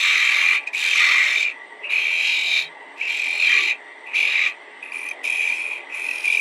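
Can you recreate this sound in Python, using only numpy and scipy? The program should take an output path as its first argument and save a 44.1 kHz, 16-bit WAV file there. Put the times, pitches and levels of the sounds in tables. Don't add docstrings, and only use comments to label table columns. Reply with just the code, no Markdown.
import sys
import numpy as np
from scipy import signal
from scipy.io import wavfile
from scipy.ndimage import uniform_filter1d

SR = 44100
rng = np.random.default_rng(int(sys.argv[2]) if len(sys.argv) > 2 else 0)


def dump(signal):
    limited = np.clip(np.atleast_2d(signal).T, -1, 1)
    pcm = np.round(limited * 32767).astype(np.int16)
    wavfile.write(sys.argv[1], SR, pcm)


def ratio(d):
    e = np.asarray(d, float) / 20
    return 10 ** e


N = 282636
TURN_HZ = 42.38

# bite in seconds, leave in seconds, time to sink in
# in seconds, level while rubbing in dB, where on the turn the blank stands proud from 0 to 1.
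EDGE = [
    (-.02, 0.552, .01, -18, 0.47),
    (0.662, .685, .006, -18, .49),
    (0.718, 1.423, 0.082, -9.5, 0.38),
    (1.889, 2.63, 0.014, -22, 0.41),
    (3.064, 3.699, 0.027, -9.5, 0.36),
    (4.136, 4.496, 0.011, -18, .44),
    (4.922, 5.113, 0.011, -8.5, 0.48),
    (5.226, 5.777, 0.012, -25, 0.02),
    (5.928, 6.45, 0.022, -11, 0.03),
]


def evened(x):
    return x / np.sqrt(np.mean(x ** 2) + 1e-20)


def lumpy(x, size):
    return evened(uniform_filter1d(uniform_filter1d(x, size=size), size=size))


def patchy(shape, bins, frames):
    noise = rng.standard_normal(shape)
    return evened(uniform_filter1d(uniform_filter1d(noise, size=bins, axis=0), size=frames, axis=1))


def capped(x, limit):
    swing = np.sqrt(2 * abs(uniform_filter1d(x ** 2, size=37))) / limit + 1e-9
    return x * np.tanh(swing) / swing


def colour_db(points, peaks, hz):
    f, db = np.transpose(points)
    bumps = sum(up_db / (1 + (2 * (hz - at_hz) / width) ** 2) for at_hz, width, up_db in peaks)
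    return np.interp(np.log(hz + 1), np.log(f + 1), db) + bumps


def response(db):
    log_gain = np.maximum(db - db.max(), -90) * np.log(10) / 20
    circle = np.concatenate([log_gain, log_gain[-2:0:-1]])
    h = np.fft.ifft(np.exp(np.conj(signal.hilbert(circle)))).real[:len(db) // 2]
    return h / np.linalg.norm(h)


def resonate(x, hz, width):
    turn = np.exp(2j * np.pi * np.cumsum(hz * np.ones(len(x))) / SR)
    r = np.exp(-np.pi * width / SR)
    return np.sqrt(2 * (1 - r * r)) * (turn * signal.lfilter([1], [1, -r], x / turn)).real


def ring(x, hz, width):
    return resonate(resonate(x, hz, width), hz, width) * np.sqrt(2 * np.pi * width / SR)


def add(mix, s, sound):
    part = mix[round(s * SR):][:len(sound)]
    part += sound[:len(part)]


def run(turns):
    count = round(turns)
    return [(k / TURN_HZ, ((2 * k + 1 - count) / count) ** 2) for k in range(count)]


def lathe():
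    # pitch in Hz, density in dB per Hz.
    rush = [(65, -90), (110, -46.5), (272, -17.5), (363, -10), (424, -8), (485, -7.5), (934, -4.5),
            (1370, -14.5), (1980, -3.5), (2540, -15.5), (3460, -17.5), (6170, -40.5), (8400, -30.5),
            (11000, -67), (14300, -99), (22000, -120)]
    # pitch in Hz, width in Hz, level above the rush in dB.
    housing = [(172.6, 16, 10.4), (213, 8, 7.7), (277.4, 7.5, 10.8), (342.6, 7.8, 8), (384, 5.8, 4.2),
               (604, 20, 6.6), (678, 15, 6.7), (850.6, 19, 8.2), (884, 40, 2.5), (2051, 93, 11.15),
               (3005, 44, 7.6), (3260, 61, 7.6), (3620, 59, 7.1), (5820, 110, 15), (7200, 42, 3.6),
               (8100, 50, 4.7), (8300, 38, 14), (9000, 45, 5), (9100, 530, 7.3), (2730, 30, 10)]
    # pitch in Hz, width in Hz, level in dB rms.
    whines = [(277.7, 6.7, -64.5), (424.4, 8.3, -56), (927, 18, -53), (1155, 27, -58), (1915, 26, -48.5),
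              (1976, 23, -47.5), (2050, 44, -51.5)]
    # start in seconds, length in seconds, pitch in Hz, width in Hz, level in dB rms.
    shudders = [
        (1.075, 0.12, 337, 80, -50),
        (2.533, 0.2, 155, 25, -63.5),
        (3.513, 0.227, 367, 88, -46),
    ]
    rush_db, load_db, load_s, creep_db_per_s = -49, 2.08, 0.39, 0.29
    whine_break_db = 3

    t, hz = np.arange(N) / SR, np.fft.rfftfreq(2048, 1 / SR)
    shape = (len(hz), N // 512 + 5)
    noise = rng.standard_normal(shape) + 1j * rng.standard_normal(shape)
    z = noise * ratio(colour_db(rush, housing, hz)[:, None] + 1.77 * patchy(shape, 10, 10))
    out = evened(signal.istft(z, nperseg=2048, noverlap=1536)[1][:N])
    load = uniform_filter1d(hand()[0], round(load_s * SR))
    out *= ratio(rush_db + load_db * load + creep_db_per_s * t + 4.5)

    broken = lumpy(rng.standard_normal(N), 1500) - 1
    for line_hz, width, db in whines:
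        out += ratio(db + whine_break_db * broken) * ring(rng.standard_normal(N), line_hz, width)
    for s, length, low_hz, width, db in shudders:
        swell = np.sin(np.pi * np.clip((t - s) / length, 0, 1))
        rumble = resonate(resonate(rng.standard_normal(N), low_hz, width), low_hz, width)
        out += ratio(db) * swell * evened(rumble)
    return out


def hand():
    # time in seconds, pressure as dB of the song,
    # depth of cut as dB of the blank against the song.
    flat_cuts = [
        [(0, -22.5, -5.5), (.058, -19, 0), (.1, -19.5, -4.5), (.412, -19.5, -5.5), (.546, -21, -4),
         (.576, -21, -13), (.612, -41, -16), (.64, -35, -19)],
        [(.725, -50, -8), (.737, -26.5, -16), (.813, -20.5, -13), (.905, -19.5, -12.5), (1.017, -16, -2.5),
         (1.29, -21, -4.5), (1.453, -20, -18), (1.511, -29, -16), (1.56, -73, -7)],
    ]
    tap = [
        (0.662, -35, -21),
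        (0.676, -20.5, -32),
        (0.69, -35, -16),
        (0.71, -53, -14),
    ]
    tipped_cuts = [
        [(1.81, -66, -5), (1.842, -26, -34), (1.884, -35, -10), (1.91, -19, -14.5), (2.12, -22, -16),
         (2.278, -17, -19), (2.428, -22, -16), (2.59, -19.5, -15), (2.69, -46.5, -6)],
        [(2.96, -48, -10), (3.012, -25, -19), (3.058, -28, -12), (3.104, -24, -15.5), (3.376, -25, -15.5),
         (3.428, -16, -21), (3.52, -16.5, -5.5), (3.72, -20, -15.5), (3.77, -54, -14)],
        [(4.05, -70, 4), (4.068, -38.5, -15), (4.126, -38, -9), (4.138, -28, -6), (4.16, -18, -21),
         (4.3, -21, -12), (4.472, -20.5, -6.5), (4.536, -40, -28), (4.57, -70, -3)],
    ]
    skimming_cuts = [
        [(4.81, -83, 12), (4.826, -31.5, -16), (4.912, -47, 1), (4.922, -29, -16), (5.06, -33, -18),
         (5.088, -25, -23), (5.104, -41, 6), (5.112, -35, -7), (5.17, -61, 4)],
        [(5.22, -59, -5), (5.242, -25, -12), (5.39, -22.5, -25), (5.402, -19.5, -35), (5.424, -18, -26),
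         (5.712, -29, -15), (5.72, -24, -19), (5.84, -44, -9), (5.85, -38, -11)],
        [(5.89, -47, 1), (5.932, -30.5, -5), (6.108, -27, -18), (6.236, -31.5, -12), (6.246, -13, -47),
         (6.252, -18.5, -29), (6.306, -21.5, -27), (6.346, -18.5, -28), (6.409, -27, -18)],
    ]
    # blade against the song in dB, its growth in dB per second,
    # hiss in dB, its growth in dB per second.
    tearing = [(-5, -9, -48, -2), (-18.5, .1, -64, .1), (-5, -6, -45, -10.5), (-17, 21.5, -55, 6.5),
               (-10, -4, -53, -2), (-8.5, -14.5, -51, -24), (-24.5, 30, -49, 18), (-13, -18, -43.5, -19),
               (-19.5, 15, -47.5, 12)]
    upper_by_cut_db = [-8.5, -2, -7.5, -8, -7, -8.5, -2, -2.5, -2]
    firm_db, usual_depth_db = -22, -4.5
    song_base_hz, sag_hz_per_db, sag_hz_per_depth, rub_rise_hz = 2391, 2, 1.35, 119
    blade_follows, blade_per_depth, rub_upper_db = 0.85, 0.2, 6
    hiss_follows, hiss_knee_db, hiss_dies = 0.44, -42, 0.61
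    leave_s, left_blade_db, left_hiss_db = 0.047, -11, -17
    grows_for_s = 0.47

    cuts = [flat_cuts[0], tap, flat_cuts[1], *tipped_cuts, *skimming_cuts]
    t = np.arange(N) / SR
    cut = np.clip(np.searchsorted([rows[0][0] for rows in cuts], t, side="right") - 1, 0, None)
    start, end = np.array([(rows[0][0], rows[-1][0]) for rows in cuts])[cut].T
    touch = uniform_filter1d(1. * (t >= start) * (t <= end), size=300, mode="nearest")
    s, pressure, depth = np.concatenate(cuts).T
    pressure, depth = np.interp(t, s, pressure), np.interp(t, s, depth)

    bite, leave, sink, rub_db = np.array(EDGE)[cut, :4].T
    rubbing = np.clip(1 - (t - bite) / sink, 0, 1)
    left = np.clip((t - leave) / leave_s, 0, 1)
    cutting = np.maximum(t - bite, 0)
    harder, deeper = pressure - firm_db, depth - usual_depth_db

    song_hz = song_base_hz - sag_hz_per_db * np.maximum(harder, -20) - sag_hz_per_depth * deeper
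    song_hz += rub_rise_hz * rubbing
    blade_db, blade_grows, hiss_db, hiss_grows = np.array(tearing)[cut].T
    blade_db = (firm_db + blade_follows * harder + blade_db + blade_grows * np.minimum(cutting, grows_for_s)
                + blade_per_depth * deeper + rub_db * rubbing + left_blade_db * left)
    upper_db = blade_db + np.array(upper_by_cut_db)[cut] + rub_upper_db * rubbing
    hiss_db = (hiss_db + hiss_grows * cutting + hiss_follows * harder
               + hiss_dies * np.minimum(pressure - hiss_knee_db, 0) + rub_db * rubbing + left_hiss_db * left)
    song_db, blank_db = pressure - 1.5, pressure + depth + 1.1
    return touch, cut, [song_hz, song_db, blank_db, blade_db, upper_db, hiss_db]


def surface(kept):
    step = round(SR / TURN_HZ)
    fresh = rng.standard_normal((N // step + 1, step))
    wood = fresh.copy()
    for k in range(1, len(wood)):
        share = kept[min(k * step, N - 1)]
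        wood[k] = share * wood[k - 1] + np.sqrt(1 - share ** 2) * fresh[k]
    return wood.ravel()[:N]


def bites(cut, kept, uneven_db, throb_db):
    end_grain_turn = .13
    turned = TURN_HZ * np.arange(N) / SR
    lumps = lumpy(surface(np.maximum(kept, .88)), 150)
    end_grain = np.cos(4 * np.pi * (turned - end_grain_turn))
    off_centre = np.cos(2 * np.pi * (turned - np.array(EDGE)[cut, -1]))
    bite_db = uneven_db * lumps + throb_db * (end_grain + 0.52 * off_centre)
    firm = ratio(1.5 * bite_db)
    soft = ratio(1.05 * (bite_db - .3 * throb_db * end_grain) + .7 * lumps)
    return [g / np.sqrt(uniform_filter1d(g ** 2, size=4000)) for g in (firm, soft)]


def rasp(tear, grips, skirt_db, blank_db, blade_db, upper_db, hiss_db):
    # pitch in Hz, density in
    # dB per Hz.
    flat = [
        [(530, -78), (900, -35.5), (1140, -21.5), (1440, -25), (1940, -9), (2410, 1.5), (3000, -10.5), (3750, -9), (5070, -19.5), (6290, -19.5), (7900, -26), (8500, -36), (11000, -80), (18700, -120)],
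        [(5000, -45), (8500, -10), (8800, -14), (9300, -3), (11000, -6), (11700, -12), (12800, -8), (13700, -27), (15100, -22), (15800, -25)],
    ]
    tipped = [
        [(530, -52), (900, -43), (1170, -23.5), (1410, -34), (1790, -19), (2410, 0.5), (3000, -13), (3820, -12), (4570, -19), (7670, -29), (8500, -44), (11000, -84), (18700, -120)],
        [(5000, -51), (8500, -29), (8840, -31), (9240, 0), (9730, 6), (12800, -7), (13600, -28), (15000, -6), (15800, -15)],
    ]
    skimming = [
        [(530, -46), (900, -25.5), (1240, -34.5), (1820, -38), (2140, -20.5), (2410, 10.5), (3000, -16), (3720, -21), (4490, -25), (6230, -27), (8500, -35), (11000, -87), (18700, -120)],
        [(5000, -56), (8500, -52), (8700, -46), (9140, -5.5), (9730, 2), (11500, -13.5), (13500, -20), (14600, -19), (15800, -29)],
    ]
    # pitch in Hz, width in Hz, level above the colour in dB.
    rings = [(1161.4, 13.4, 11), (1956, 66, 4.5), (2160, 150, -2.5), (2654, 15, 10.5), (2840, 22, 6),
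             (3183, 47, 15.5), (3146, 57, -13), (3640, 30, 11), (3845, 96, 6), (4260, 145, 4.5),
             (4850, 87, 7), (5366, 68, 7.5), (6167, 120, 9.5), (7120, 110, 8), (7650, 280, 8.5),
             (9250, 570, 4.5), (9720, 620, -4), (13000, 160, -3), (13500, 370, -4), (15450, 250, 5)]
    # level, low Hz, high Hz, side of the notch
    bands = [(skirt_db, 2150, 3000, 0), (blank_db, 950, 2150, 0), (blade_db, 3000, 4600, 0),
             (upper_db, 4600, 8500, 0), (hiss_db, 8500, 15800, 1)]
    hz, out = np.fft.rfftfreq(8192, 1 / SR), np.zeros(N)
    for name, colours in (("flat", flat), ("tipped", tipped), ("skimming", skimming)):
        held = grips == name
        for db, low_hz, high_hz, side in bands:
            octaves_out = np.maximum(np.log2(np.maximum(low_hz / (hz + 1), hz / high_hz)), 0)
            h = response(colour_db(colours[side], rings, hz) - 150 * octaves_out)
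            out += signal.oaconvolve(tear * ratio(db) * held, h)[:N]
    return out


def shifting(x, patchy_db):
    z = signal.stft(x, nperseg=512)[2]
    return signal.istft(z * evened(ratio(patchy_db * patchy(z.shape, 4, 28))), nperseg=512)[1][:N]


def pings():
    # start in seconds, peak level in dB, pitch in Hz.
    blank_knocks = [(0.0149, -31, 1290), (0.0453, -27, 1170), (0.1037, -31, 1150), (0.1565, -30, 1310),
                    (0.2633, -32, 1320), (0.3676, -25, 1170), (0.4209, -28, 1090), (0.9477, -28, 1170),
                    (1.0031, -25, 1220), (1.0335, -22, 1300), (1.1458, -29, 1090), (1.3114, -31, 1170),
                    (3.5872, -30, 1180), (4.2837, -37, 1180)]
    # start in seconds, number of turns, peak level in dB, pitch in Hz.
    struck = [(.673, 1, -35, 8400), (0.75, 1, -36, 7600), (0.47, 1, -44, 7500), (0.8, 1, -50, 7600),
              (1.851, 2, -23, 2780), (1.9, 4, -22, 2400), (2.014, 1, -33, 3770), (1.9, 2, -28, 3815),
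              (2.233, 9, -22, 3830), (2.446, 8, -20.5, 3868), (2.6, 3, -29, 4270), (2.53, 4, -28, 4290),
              (3.101, 8, -37, 7590), (3.289, 7, -36, 7570), (3.112, 2, -42, 7450), (3.099, 5, -50, 9000),
              (3.24, 9.3, -40, 9620), (3.1, 3, -38, 3720), (3.221, 2, -37, 3750), (3.415, 1, -29, 3660),
              (3.447, 1, -30, 3400), (3.506, 3, -21, 3100), (3.61, 1, -25, 3400), (3.46, 5, -19.5, 3190),
              (4.277, 4, -24, 3830), (4.377, 4, -24, 3850), (4.388, 3, -29, 3850), (4.827, 4, -48, 10300),
              (4.919, 1, -48, 10250), (4.94, 6, -37, 9440), (4.968, 8, -45, 10220), (4.92, 1, -41, 4700),
              (4.99, 2, -46, 5700), (4.5, 2, -45, 4100), (5.251, 4, -38.5, 10030), (6.019, 2, -42, 6130),
              (6.089, 8, -38, 5500), (6.042, 10, -44, 4080), (5.997, 1, -46, 6300), (6.042, 3, -44, 5260),
              (6.184, 2, -40, 4850), (5.5, 1, -36, 4400), (6.29, 1, -32, 3420), (6.303, 4, -29, 3780),
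              (6.315, 2, -30, 3400), (5.6, 4, -38, 9470), (6.324, 2, -37, 5000), (5.1, 1, -34, 6230),
              (2.245, 8, -28, 3840), (2.434, 9, -27, 3870), (2.642, 2, -33, 3860),
                    (2.655, 2, -36, 3860), (.035, 3, -33, 7800), (.152, 3, -30, 6150), (.36, 2, -31, 6150),
                    (.46, 2, -32, 6150), (.486, 4, -42, 9600), (.345, 3, -44, 11000), (4.07, 1, -56, 10600),
                    (4.185, 3, -42, 9500), (5.565, 2, -45, 9580), (5.676, 3, -45, 10200),
                    (5.946, 2, -46, 10140), (5.958, 1, -44, 9980)]
    knock_rise_s = .008
    ping_s, ping_hz, ends_db, uneven_db = .013, 3793, -3, 4

    out = np.zeros(N)
    knocks = [(s + knock_rise_s, 1, db, hz) for s, db, hz in blank_knocks]
    for s, turns, peak_db, hz in struck + knocks:
        length = ping_s * (ping_hz / hz) ** .6
        t = np.arange(round(length * SR)) / SR
        bump = np.sin(np.pi * (t / length) ** .7) ** 2
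        twin_gain = .45 * np.clip(hz / ping_hz - 1, 0, 1)
        for delay, end in run(turns):
            phase, off, size, twin = rng.random(4)
            db = peak_db + ends_db * end - uneven_db * size
            pair = np.sin(2 * np.pi * (hz * (.995 + .01 * off) * t + phase))
            pair += twin_gain * np.sin(2 * np.pi * hz * (.94 + .14 * twin) * t)
            add(out, s - .37 * length + delay, ratio(db) * bump * pair)
    return out


def catches():
    # start in seconds, number of turns, peak level of the song in dB,
    # pitch in Hz.
    hard_spots = [(.2912, 1, -6, 2340), (.6735, 1, -10.5, 2436), (.7337, 1, -14.5, 2390),
                  (.9582, 1, -3, 2430), (1.0041, 1, -5, 2500), (1.483, 1, -9, 2336), (1.935, 1, -5, 2440),
                  (2.068, 1, -4, 2410), (3.1965, 2, -10, 2470), (3.4335, 2, -4.5, 2440),
                  (3.636, 2, -6, 2430), (3.694, 2, -8.5, 2410), (3.709, 1, -6, 2430), (4.4625, 1, -5, 2395),
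                  (4.958, 1, -17, 2400), (5.032, 1, -16.5, 2420), (5.052, 1, -19, 2480),
                  (5.7165, 1, -14, 2440), (5.9955, 4, -13.5, 2437), (6.135, 2, -15, 2474),
                  (.3635, 3, -4, 2316), (.4635, 3, -1, 2405), (0.7474, 1, -9.5, 2295), (.826, 3, -6, 2407),
                  (0.9124, 1, -6, 2530), (1.1154, 1, -6, 2260), (1.3593, 1, -4.5, 2360),
                  (1.4292, 1, -3.5, 2426), (1.958, 2, -5, 2493), (2.0535, 1, -8, 2390),
                  (2.2942, 1, -10, 2610), (2.514, 3, -7, 2390), (3.0133, 1, -10.5, 2360),
                  (3.2345, 7, -9.5, 2390), (3.4002, 1, -6.5, 2440), (3.5283, 3, 0, 2424),
                  (4.1496, 1, -11, 2350), (4.2055, 3, -6, 2370), (4.3557, 1, -3, 2410),
                  (4.3938, 1, -7, 2480), (4.8284, 1, -17, 2480), (4.921, 5, -14.5, 2430),
                  (5.0885, 2, -12.5, 2455), (5.2428, 1, -10.5, 2410), (5.276, 3, -7.5, 2450),
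                  (5.3955, 1, -9, 2390), (5.4526, 4, -6, 2416), (5.5696, 8, -14, 2438),
                  (6.0888, 2, -9.5, 2550), (6.2779, 6, -3, 2390)]
    catch_s, lead_s = .0105, .002
    ends_db, scatter_hz = -3.5, 36

    chatter, holding = np.zeros(N), np.zeros(N)
    t = np.arange(round(catch_s * SR)) / SR
    bump = np.sin(np.pi * (t / catch_s) ** 0.64) ** 2
    for s, turns, peak_db, hz in hard_spots:
        for delay, end in run(turns):
            phase, off = rng.random(2)
            tone = np.sin(2 * np.pi * ((hz + scatter_hz * (2 * off - 1)) * t + phase))
            add(chatter, s - lead_s + delay, ratio(peak_db - 5 + ends_db * end) * bump * tone)
            add(holding, s - lead_s + delay, bump)
    return chatter, np.minimum(holding, 1)


def chisel():
    # how the edge meets the wood, share of the surface left from the last turn from 0 to 1,
    # unevenness in dB, end-grain throb in dB, skirt of the song in dB, overtone in Hz, overtone against the blade in dB.
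    grip = [("flat", 0.32, 0.66, .9, -4.5, 4100, -12), ("flat", 0.53, .86, .6, -30, 2500, -20),
            ("flat", 0.22, 1.2, 0.6, -5.5, 2000, -15), ("tipped", 0.71, 0.71, 1.2, -7, 3850, -16),
            ("tipped", 0.52, 1.45, 1.8, -7, 4100, -9), ("tipped", 0.6, 0.83, 2, -4, 3400, -9.5),
            ("skimming", 0.49, 1.6, 3.2, -8.5, 4200, -17), ("skimming", 0.44, 1.4, 1.1, -13.5, 3300, -4),
            ("skimming", 0.6, 1.5, 1.5, -5.5, 3900, -16)]
    song_width_hz, overtone_width_hz = 233, 85
    song_cap = 3.3
    hush_s, hush = .006, 0.55

    touch, cut, (song_hz, song_db, blank_db, blade_db, upper_db, hiss_db) = hand()
    grips = np.array([row[0] for row in grip])[cut]
    kept, uneven_db, throb_db, skirt_db, over_hz, over_db = np.array([row[1:] for row in grip])[cut].T
    firm, soft = bites(cut, kept, uneven_db, throb_db)
    grain = touch * surface(kept)
    chatter, holding = catches()

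    song = ring(firm * grain * ratio(song_db), song_hz, song_width_hz)
    song = capped(song, song_cap * ratio(song_db))
    falter = np.maximum(holding, hush * np.roll(holding, -round(hush_s * SR)))

    tear = soft * grain * ratio(1.26 * holding)
    overtone = ring(tear * ratio(blade_db + over_db), over_hz, overtone_width_hz)
    scrape = rasp(tear, grips, song_db + skirt_db, blank_db, blade_db, upper_db, hiss_db)
    return (1 - .8 * falter) * song + chatter + pings() + overtone + shifting(scrape, patchy_db=2.1)


def shop(x):
    t60_s = 0.12
    t = np.arange(SR // 2) / SR
    taps = rng.choice([-1., 1.], len(t)) * (rng.random(len(t)) < .05) * (t > .004) * ratio(-60 * t / t60_s)
    taps = signal.lfilter([1], [1, -.8], taps)
    return signal.fftconvolve(x, taps / np.linalg.norm(taps))[:N]


def scene():
    no_bass = signal.butter(2, 800, "highpass", fs=SR, output="sos")
    cuts = signal.sosfilt(no_bass, capped(chisel(), .55))
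    return (cuts + ratio(-14.5) * shop(cuts) + lathe())[None]


def top_cut(x):
    return signal.sosfilt(signal.butter(12, 16800, fs=SR, output="sos"), x)


def record(dry):
    hiss = ratio(-92) * signal.lfilter([.7], [1, -.3], rng.standard_normal(dry.shape))
    thin = signal.sosfilt(signal.butter(6, 140, "highpass", fs=SR, output="sos"), dry) + hiss
    limited = signal.oaconvolve(thin, signal.firwin(255, 15900, fs=SR)[None], "same")
    return top_cut(limited)


dry = scene()
out = record(dry)
dump(out)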